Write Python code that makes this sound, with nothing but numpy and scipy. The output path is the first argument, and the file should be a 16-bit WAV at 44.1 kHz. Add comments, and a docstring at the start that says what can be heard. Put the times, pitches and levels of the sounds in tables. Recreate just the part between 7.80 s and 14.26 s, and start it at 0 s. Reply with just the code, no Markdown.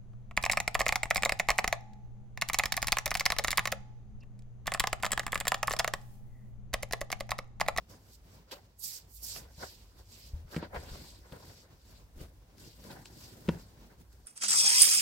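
"""Making a bed, close to the microphones

In a quiet bedroom cloth slides over cloth with a bright swish: grainy noise under stroke envelopes, band by band.
Folds crumple (uneven noise ringing air pockets) and snap taut (short noise puffs). Hands and pillows land on the
mattress as thumps that ring its modes, and it heaves in low noise. The soft room answers thumps and snaps with
a short wash, over a low rumble of house and bed frame and a faint room air, both of them noise."""
import sys
import numpy as np
from scipy import signal
from scipy.fft import rfft, irfft, next_fast_len
from scipy.io import wavfile

SR = 44100
rng = np.random.default_rng(int(sys.argv[2]) if len(sys.argv) > 2 else 0)


def log_audio(samples):
    """Write samples as a 16-bit WAV file to the path given in sys.argv[1]."""
    # one column per channel
    frames = np.atleast_2d(samples).T
    # limit to full scale, then quantise
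    limited = np.clip(frames, -1, 1)
    pcm = np.round(limited * 32767).astype(np.int16)
    wavfile.write(sys.argv[1], SR, pcm)


N = 284886


def from_db(db):
    """Decibels to gain."""
    return 10 ** (np.asarray(db) / 20)


def rms_one(x):
    """Scale to rms 1."""
    return x / np.sqrt(np.mean(x ** 2) + 1e-20)


def in_time(rows):
    """Read a table of (time, value) at every sample."""
    s, value = np.transpose(rows)
    return np.interp(np.arange(N) / SR, s, value)


def at_hz(points, hz):
    """Read a table of (frequency, value) on a log-frequency axis."""
    table_hz, value = np.transpose(points)
    return np.interp(np.log(hz), np.log(table_hz), value)


def band(x, low, high):
    """Band-pass between two frequencies in Hz."""
    return signal.sosfilt(signal.butter(2, [low, high], "band", fs=SR, output="sos"), x)


def drift(rate_hz):
    """Slow chance of rms 1: noise at every 8th sample through a double one-pole low-pass."""
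    r = np.exp(-2 * np.pi * rate_hz * 8 / SR)
    noise = rng.standard_normal(N // 8 + 4002)
    slow = signal.lfilter([1], [1, -2 * r, r * r], noise)[4000:]   # drop the filter's start
    return np.interp(np.arange(N) / 8, np.arange(len(slow)), rms_one(slow))


def fibres(spectrum, grain_db, grain_hz, lag_ms):
    """Noise clumped into grains and coloured, rms 1; its shared part reaches the left side lag_ms later."""
    # how alike the two microphones hear: f/Hz, shared part of the power
    likeness = [(60, .98), (180, 0.89), (550, 0.67), (1650, 0.12), (5000, 0.17), (15000, 0.1)]
    size = next_fast_len(N)
    grains = rng.standard_normal((3, N)) * from_db(grain_db * drift(grain_hz))
    shared, *own = rfft(grains, size)
    hz = np.linspace(1, SR / 2, len(shared))
    alike = at_hz(likeness, hz)
    late = np.exp(-1j * np.pi * hz * lag_ms / 1000 * np.array([[1], [-1]]))   # half the lag on each side
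    pair = np.sqrt(alike) * shared * late + np.sqrt(1 - alike) * np.array(own)
    return rms_one(irfft(pair * from_db(at_hz(spectrum, hz)), size)[:, :N])


def gestures(rows):
    """Rise, hold and fall in dB under full level, and seconds since full level; a row per gesture."""
    swell_db = 20   # gained in the rise time, lost in the fall time
    s, rise, hold, fall = np.array(rows)[:, :4].T[:, :, None] + 1e-4
    since = np.arange(0, N + 32, 32) / SR - s   # every 32nd sample
    rising, falling = -since / rise, (since - hold) / fall
    return -swell_db * np.maximum(np.maximum(rising, falling), 0), since


def summed(power):
    """Power of all gestures together, at every sample."""
    return np.interp(np.arange(N) / 32, np.arange(power.shape[1]), power.sum(axis=0) + 1e-30)


def room_air():
    """The still room: faint steady-coloured noise, slowly uneven in level."""
    # colour of the air: f/Hz, relative level per Hz/dB
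    air_colour = [(53, -31), (90, -1.5), (322, -14.5), (1010, -21), (1210, -25), (2800, -29.5), (5480, -30),
                  (10000, -40.5), (11700, -47), (14800, -34), (15800, -33.5)]
    return from_db(-63) * fibres(air_colour, grain_db=4.0, grain_hz=5.25, lag_ms=0.19)


def house_rumble():
    """House and bed frame: low noise whose level wanders."""
    # rumble level: t/s, level/dB
    rumble_level = [(0.0, -56), (0.54, -60.5), (1.19, -65), (1.39, -57), (2.53, -55), (2.7, -60),
                    (3.0, -46), (3.27, -58.5), (4.03, -57), (4.5, -58.5), (4.66, -60.5), (5.18, -56),
                    (5.36, -59), (6.19, -58), (6.46, -56.5)]
    # colour of the rumble: f/Hz, relative level per Hz/dB
    rumble_colour = [(14, -63), (26, -13), (42, 2.5), (58, 11.5), (75, -2.5), (100, 3.5), (140, -38)]
    noise = fibres(rumble_colour, grain_db=2.5, grain_hz=3.0, lag_ms=0.066)
    return from_db(in_time(rumble_level)) * noise


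def bunch_levels():
    """Gains of crumple and heave, which follow the same gestures."""
    # cloth bunched and weight shifted: full level at t/s, rise/s, hold/s, fall/s,
    # crumple level/dB, mattress heave level/dB
    bunches = [ (0.111, 0.03, .003, 0.17, -58, -55), (0.545, 0.34, 0.077, .1, -78, -69.5),
               (.678, .048, .03, .05, -66, -78), (0.719, 0.011, .003, 0.074, -44, -52),
               (1.19, 0.29, .004, 0.054, -66, -68.5), (1.435, .07, .004, 0.1, -64, -62),
               (1.572, .09, .004, .16, -51.5, -55), (1.83, 0.047, 0.0043, 0.05, -40.5, -53),
               (2.195, 0.36, .005, .06, -61.5, -61.5), (2.3, .12, 0.28, .12, -71.5, -70.5),
               (2.739, 0.089, .03, .08, -49.5, -58.5), (2.788, 0.088, .003, 0.052, -45.5, -55),
               (2.847, .06, .003, .031, -40.5, -66), (2.95, 0.036, .003, 0.059, -34.5, -47),
               (3.035, .1, 0.14, 0.4, -54, -53.5), (3.524, .015, .004, 0.074, -48, -57),
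               (3.562, 0.21, .004, 0.47, -54, -57), (4.066, 0.053, .004, 0.39, -67, -64),
               (4.409, 0.081, .004, .13, -54, -49), (4.575, 0.086, .004, 0.2, -76, -67),
               (4.849, 0.18, .004, 0.12, -61.5, -53.5), (5.108, 0.16, .004, 0.24, -49.5, -48.5),
               (5.357, .21, 0.34, .1, -62.5, -56), (5.72, 0.12, .004, 0.22, -53.5, -53),
               (5.898, 0.14, 0.2, .1, -70.5, -64), (6.127, .12, .003, 0.058, -62.5, -60.5),
               (6.2, 0.04, .004, .15, -68, -60), (6.33, .21, 0.14, .1, -70, -68.5), ]
    shape_db = gestures(bunches)[0]
    crumple_db, heave_db = np.array(bunches)[:, 4:].T[:, :, None]
    return [np.sqrt(summed(from_db(db + shape_db) ** 2)) for db in (crumple_db, heave_db)]


def mattress_heave(weight):
    """Shifting weight works the mattress: low, uneven noise that follows the gestures."""
    # colour of the heave: f/Hz, relative level per Hz/dB
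    heave_colour = [(50, -55), (100, 0), (200, -4.5), (400, -10.5), (800, -30)]
    return weight * fibres(heave_colour, grain_db=2.5, grain_hz=32, lag_ms=0.13)


def thumps():
    """A push as long as the contact rings the bed's modes; long soft contacts reach only the low ones."""
    # hands and pillows landing: t/s, peak level before the side gains/dB, contact/ms
    landings = [(1.778, -43, 6.2), (2.533, -30.5, 10.5), (2.645, -39.5, 8.6), (2.764, -23.5, 2.06),
                (2.777, -29, 1.42), (2.827, -28.5, 0.67), (2.968, -35.5, 8.5), (3.113, -36, 12),
                (3.522, -40.5, 5.9), (4.362, -42.5, 15.4), (4.411, -36.5, 7.6), (5.684, -20, 2.3),
                (5.69, -14.5, 1.2), (5.751, -35, 5.4)]
    # modes of mattress and frame: f/Hz, relative level/dB (chance is added), t60/s
    modes = [(40.5, -31, 0.13), (78.9, -8, 0.43), (169, 1.5, 0.076), (221, 0.5, 0.047), (319, 1, 0.037),
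             (443, 1.5, 0.021), (516, -9, 0.023), (946, -3.5, 0.043), (1440, -23, 0.036)]
    out, t = np.zeros(N + SR), np.arange(SR // 2) / SR
    scatter_db = rng.normal(0, 1.5, (len(landings), len(modes)))   # each landing excites the modes differently
    for (s, peak_db, contact_ms), chance in zip(landings, scatter_db):
        rings = np.zeros(len(t))
        for (hz, db, t60), extra_db in zip(modes, chance):
            rings += from_db(db + extra_db - 60 * t / t60) * np.sin(2 * np.pi * hz * t)
        push = np.hanning(3 + contact_ms * SR / 1000)
        blow = signal.fftconvolve(rings, push)[:len(t)]
        # a short contact moves a small patch, which sends out little bass
        blow = band(blow, 190 / contact_ms, 8000)
        out[round(s * SR):][:len(t)] += from_db(peak_db) * blow / np.abs(blow).max()
    return out[:N] * from_db([[.8], [-.8]])   # a little to the left


def snaps():
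    """Seams and folds pulled taut: a sharp puff of noise around its centre, dying fast."""
    # snaps: t/s, peak level before the lean/dB, centre f/Hz, t60 before the band-pass/s, left over right/dB
    snap_rows = [(.104, -52, 2700, 0.021, -10), (0.712, -41.5, 1450, 0.013, -4),
                 (1.562, -36.5, 1270, 0.012, -11), (2.681, -55, 900, 0.013, -8),
                 (2.745, -35.5, 785, 0.024, -11), (2.763, -28, 1290, 0.033, 1), (2.825, -39, 700, 0.05, -3),
                 (2.915, -68, 1000, 0.026, 1), (2.945, -41, 1160, 0.069, 9), (3.523, -43, 1440, 0.028, 6),
                 (5.107, -47, 2450, 0.027, 10), (4.781, -53.5, 2500, 0.028, 10),
                 (5.04, -47.5, 4000, 0.029, 11), (5.256, -37, 2650, 0.019, 3), (5.68, -42, 1300, 0.051, 9),
                 (5.688, -26, 1040, 0.031, 1), (6.328, -57, 5000, 0.035, -10)]
    out, t = np.zeros((2, N + SR)), np.arange(SR // 5) / SR
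    noises = rng.standard_normal((len(snap_rows), 3, len(t)))
    for (s, peak_db, hz, t60, pan_db), noise in zip(snap_rows, noises):
        sides = noise[0] + .5 * noise[1:]   # mostly shared by both sides
        puff = band(sides * from_db(-60 * t / t60), hz / 3, hz * 2.5)
        gains = from_db(peak_db + pan_db / 2 * np.array([[1], [-1]]))
        out[:, round(s * SR):][:, :len(t)] += gains * puff / np.abs(puff).max()
    return out[:, :N]


def bedroom(x):
    """Soft walls return a short, dull, decaying wash, partly shared by both sides."""
    t60_s, level_db, first_echo_s = 0.3, -22.5, .006
    t = np.arange(SR // 2) / SR
    echoes = rng.standard_normal((3, len(t)))
    wash = band(echoes[0] + 0.63 * echoes[1:], 155, 3100)
    tail = wash * from_db(-60 * t / t60_s) * (t > first_echo_s)
    tail = tail / np.sqrt(np.sum(tail ** 2) / 2)   # unit energy, mean of the sides
    return from_db(level_db) * signal.fftconvolve(x, tail, axes=1)[:, :N]


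def folds(crumple, taut):
    """Creases buckle in uneven grains; they and the snaps ring the air pockets between the folds."""
    # colour of the creases: f/Hz, relative level per Hz/dB
    crease_colour = [(150, -23), (300, -4.5), (2000, 2), (5000, 4), (10000, -38)]
    # air held in the folds: f/Hz, width/Hz, level before drift and side gains/dB
    pockets = [(340, 111, 5.5), (549, 122, 8.5), (746, 158, 4), (976, 160, 3), (1496, 265, -2),
               (2030, 490, -10), (2630, 490, -41)]
    creases = crumple * fibres(crease_colour, grain_db=2.5, grain_hz=32, lag_ms=-0.17)
    drive, out = creases + from_db(-11) * taut, 0
    for k, (hz, width, db) in enumerate(pockets):
        r = np.exp(-np.pi * width / SR)
        resonance = [1, -2 * r * np.cos(2 * np.pi * hz / SR), r * r]
        ring = signal.lfilter([1 - r * r, 0, r * r - 1], resonance, drive)
        sign = (-1) ** k   # neighbouring pockets in opposite phase
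        out = out + sign * from_db(db + 2.0 * drift(14.6)) * ring
    return out * from_db([[.6], [-.6]])


def stroke_levels():
    """Gain of the swish, and its fineness in dB, led by the loudest stroke."""
    # strokes of cloth over cloth: full level at t/s, rise/s, hold/s, fall/s,
    # swish level before fineness/dB, fineness at the start (extra treble)/dB
    strokes = [ (0.097, 0.013, .002, 0.14, -58, -0.5), (.345, 0.21, .005, 0.048, -62.5, 4.5),
               (0.548, .15, .005, 0.1, -64.5, 1.5), (0.694, 0.04, .005, 0.37, -65, -8),
               (.716, 0.0065, .002, 0.054, -40, -5.5), (0.996, .012, 0.034, .03, -61.5, 20.5),
               (1.041, 0.038, .12, 0.071, -44.5, 12), (1.359, 0.092, .05, .05, -58, 10.5),
               (1.434, 0.027, .14, 0.076, -45, 8.5), (1.83, .12, .005, .25, -47.5, -2),
               (2.188, 0.041, .005, 0.07, -60.5, -2), (2.322, 0.1, .15, 0.076, -54.5, -1.5),
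               (2.723, 0.04, 0.047, 0.073, -50.5, -4.5), (2.837, 0.054, .003, 0.044, -54.5, -21),
               (2.96, .016, 0.32, 0.19, -53.5, -10.5), (3.55, 0.23, .27, 0.076, -58.5, -4),
               (4.097, 0.31, 0.077, .11, -63.5, -3), (4.398, 0.05, 0.034, .1, -61, -14),
               (4.799, 0.05, 0.046, 0.33, -57.5, -3), (5.028, .22, 0.065, 0.51, -59, -2),
               (5.11, 0.025, .003, .055, -54, -21), (5.256, .012, .018, .04, -56.5, -6),
               (5.44, 0.2, .005, 0.22, -52.5, -1), (5.71, 0.23, .1, .17, -59.5, -2),
               (6.12, 0.29, .005, .05, -70.5, -15), (6.324, 0.069, .14, .1, -70.5, 1), ]
    # after full level, a stroke's fineness settles toward this, from above or below
    settled_db, settle_s = -4.5, 0.096
    shape_db, since = gestures(strokes)
    level_db, start_db = np.array(strokes)[:, 4:].T[:, :, None]
    power = from_db(level_db + shape_db) ** 2
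    fine_db = settled_db + (start_db - settled_db) * np.exp(-np.maximum(since, 0) / settle_s)
    return np.sqrt(summed(power)), summed(power * fine_db) / summed(power)


def swish():
    """Threads catching on threads; overlapping bands waver a little, and fineness tilts the hiss."""
    # colour of the swish: f/Hz, relative level per Hz/dB
    swish_colour = [(900, -63), (1500, -20.5), (2200, -11.5), (3400, -7.5), (4800, 0.5), (6400, -5.5),
                    (7600, -2), (9800, -13), (11800, -5.5), (15800, -11.5)]
    # where the cloth slides: t/s, left over right/dB (scaled by the shadow)
    lean = [(0, -5), (.8, -4.5), (1.0, -7.5), (1.7, -5.5), (2.3, -4.5), (3.2, -0.5), (5.0, 3), (6.46, -2)]
    # how strongly each pitch leans, treble most: f/Hz, share of the lean
    shadow = [(1500, .15), (4500, .45), (8000, .85), (15000, 1.35)]
    level, fine_db = stroke_levels()
    pan_db, out = in_time(lean), 0
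    threads = rfft(fibres(swish_colour, grain_db=-1.0, grain_hz=120, lag_ms=0.333))
    octave = np.log2(np.linspace(1, SR / 2, threads.shape[1]) / 1000)   # above 1 kHz
    for centre in np.arange(0, 4.6, .5):
        triangle = np.clip(1 - 2 * np.abs(octave - centre), 0, 1)   # neighbours sum to one
        part = irfft(threads * triangle, N)
        hz = 1000 * 2 ** centre
        tilt = np.clip(np.log2(hz / 4500), -.6, 1)
        sides = from_db(pan_db * at_hz(shadow, hz) / 2 * [[1], [-1]])
        sides = sides / np.sqrt(np.mean(sides ** 2, axis=0))   # leaning keeps the total power
        out = out + part * sides * from_db(tilt * fine_db + 2.38 * drift(13.4))
    return level * out


def scene():
    """Room air and rumble, the heaving mattress, blows with their room, and cloth on top."""
    crumple, weight = bunch_levels()
    background = room_air() + house_rumble()
    taut = snaps()
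    blows = thumps() + taut
    cloth = folds(crumple, taut) + swish()
    return background + mattress_heave(weight) + blows + bedroom(blows) + cloth


def record(dry):
    """The top is cut steeply above 15880 Hz."""
    return signal.sosfilt(signal.ellip(14, .5, 70, 15880, fs=SR, output="sos"), dry)


dry = scene()
out = record(dry)
log_audio(out)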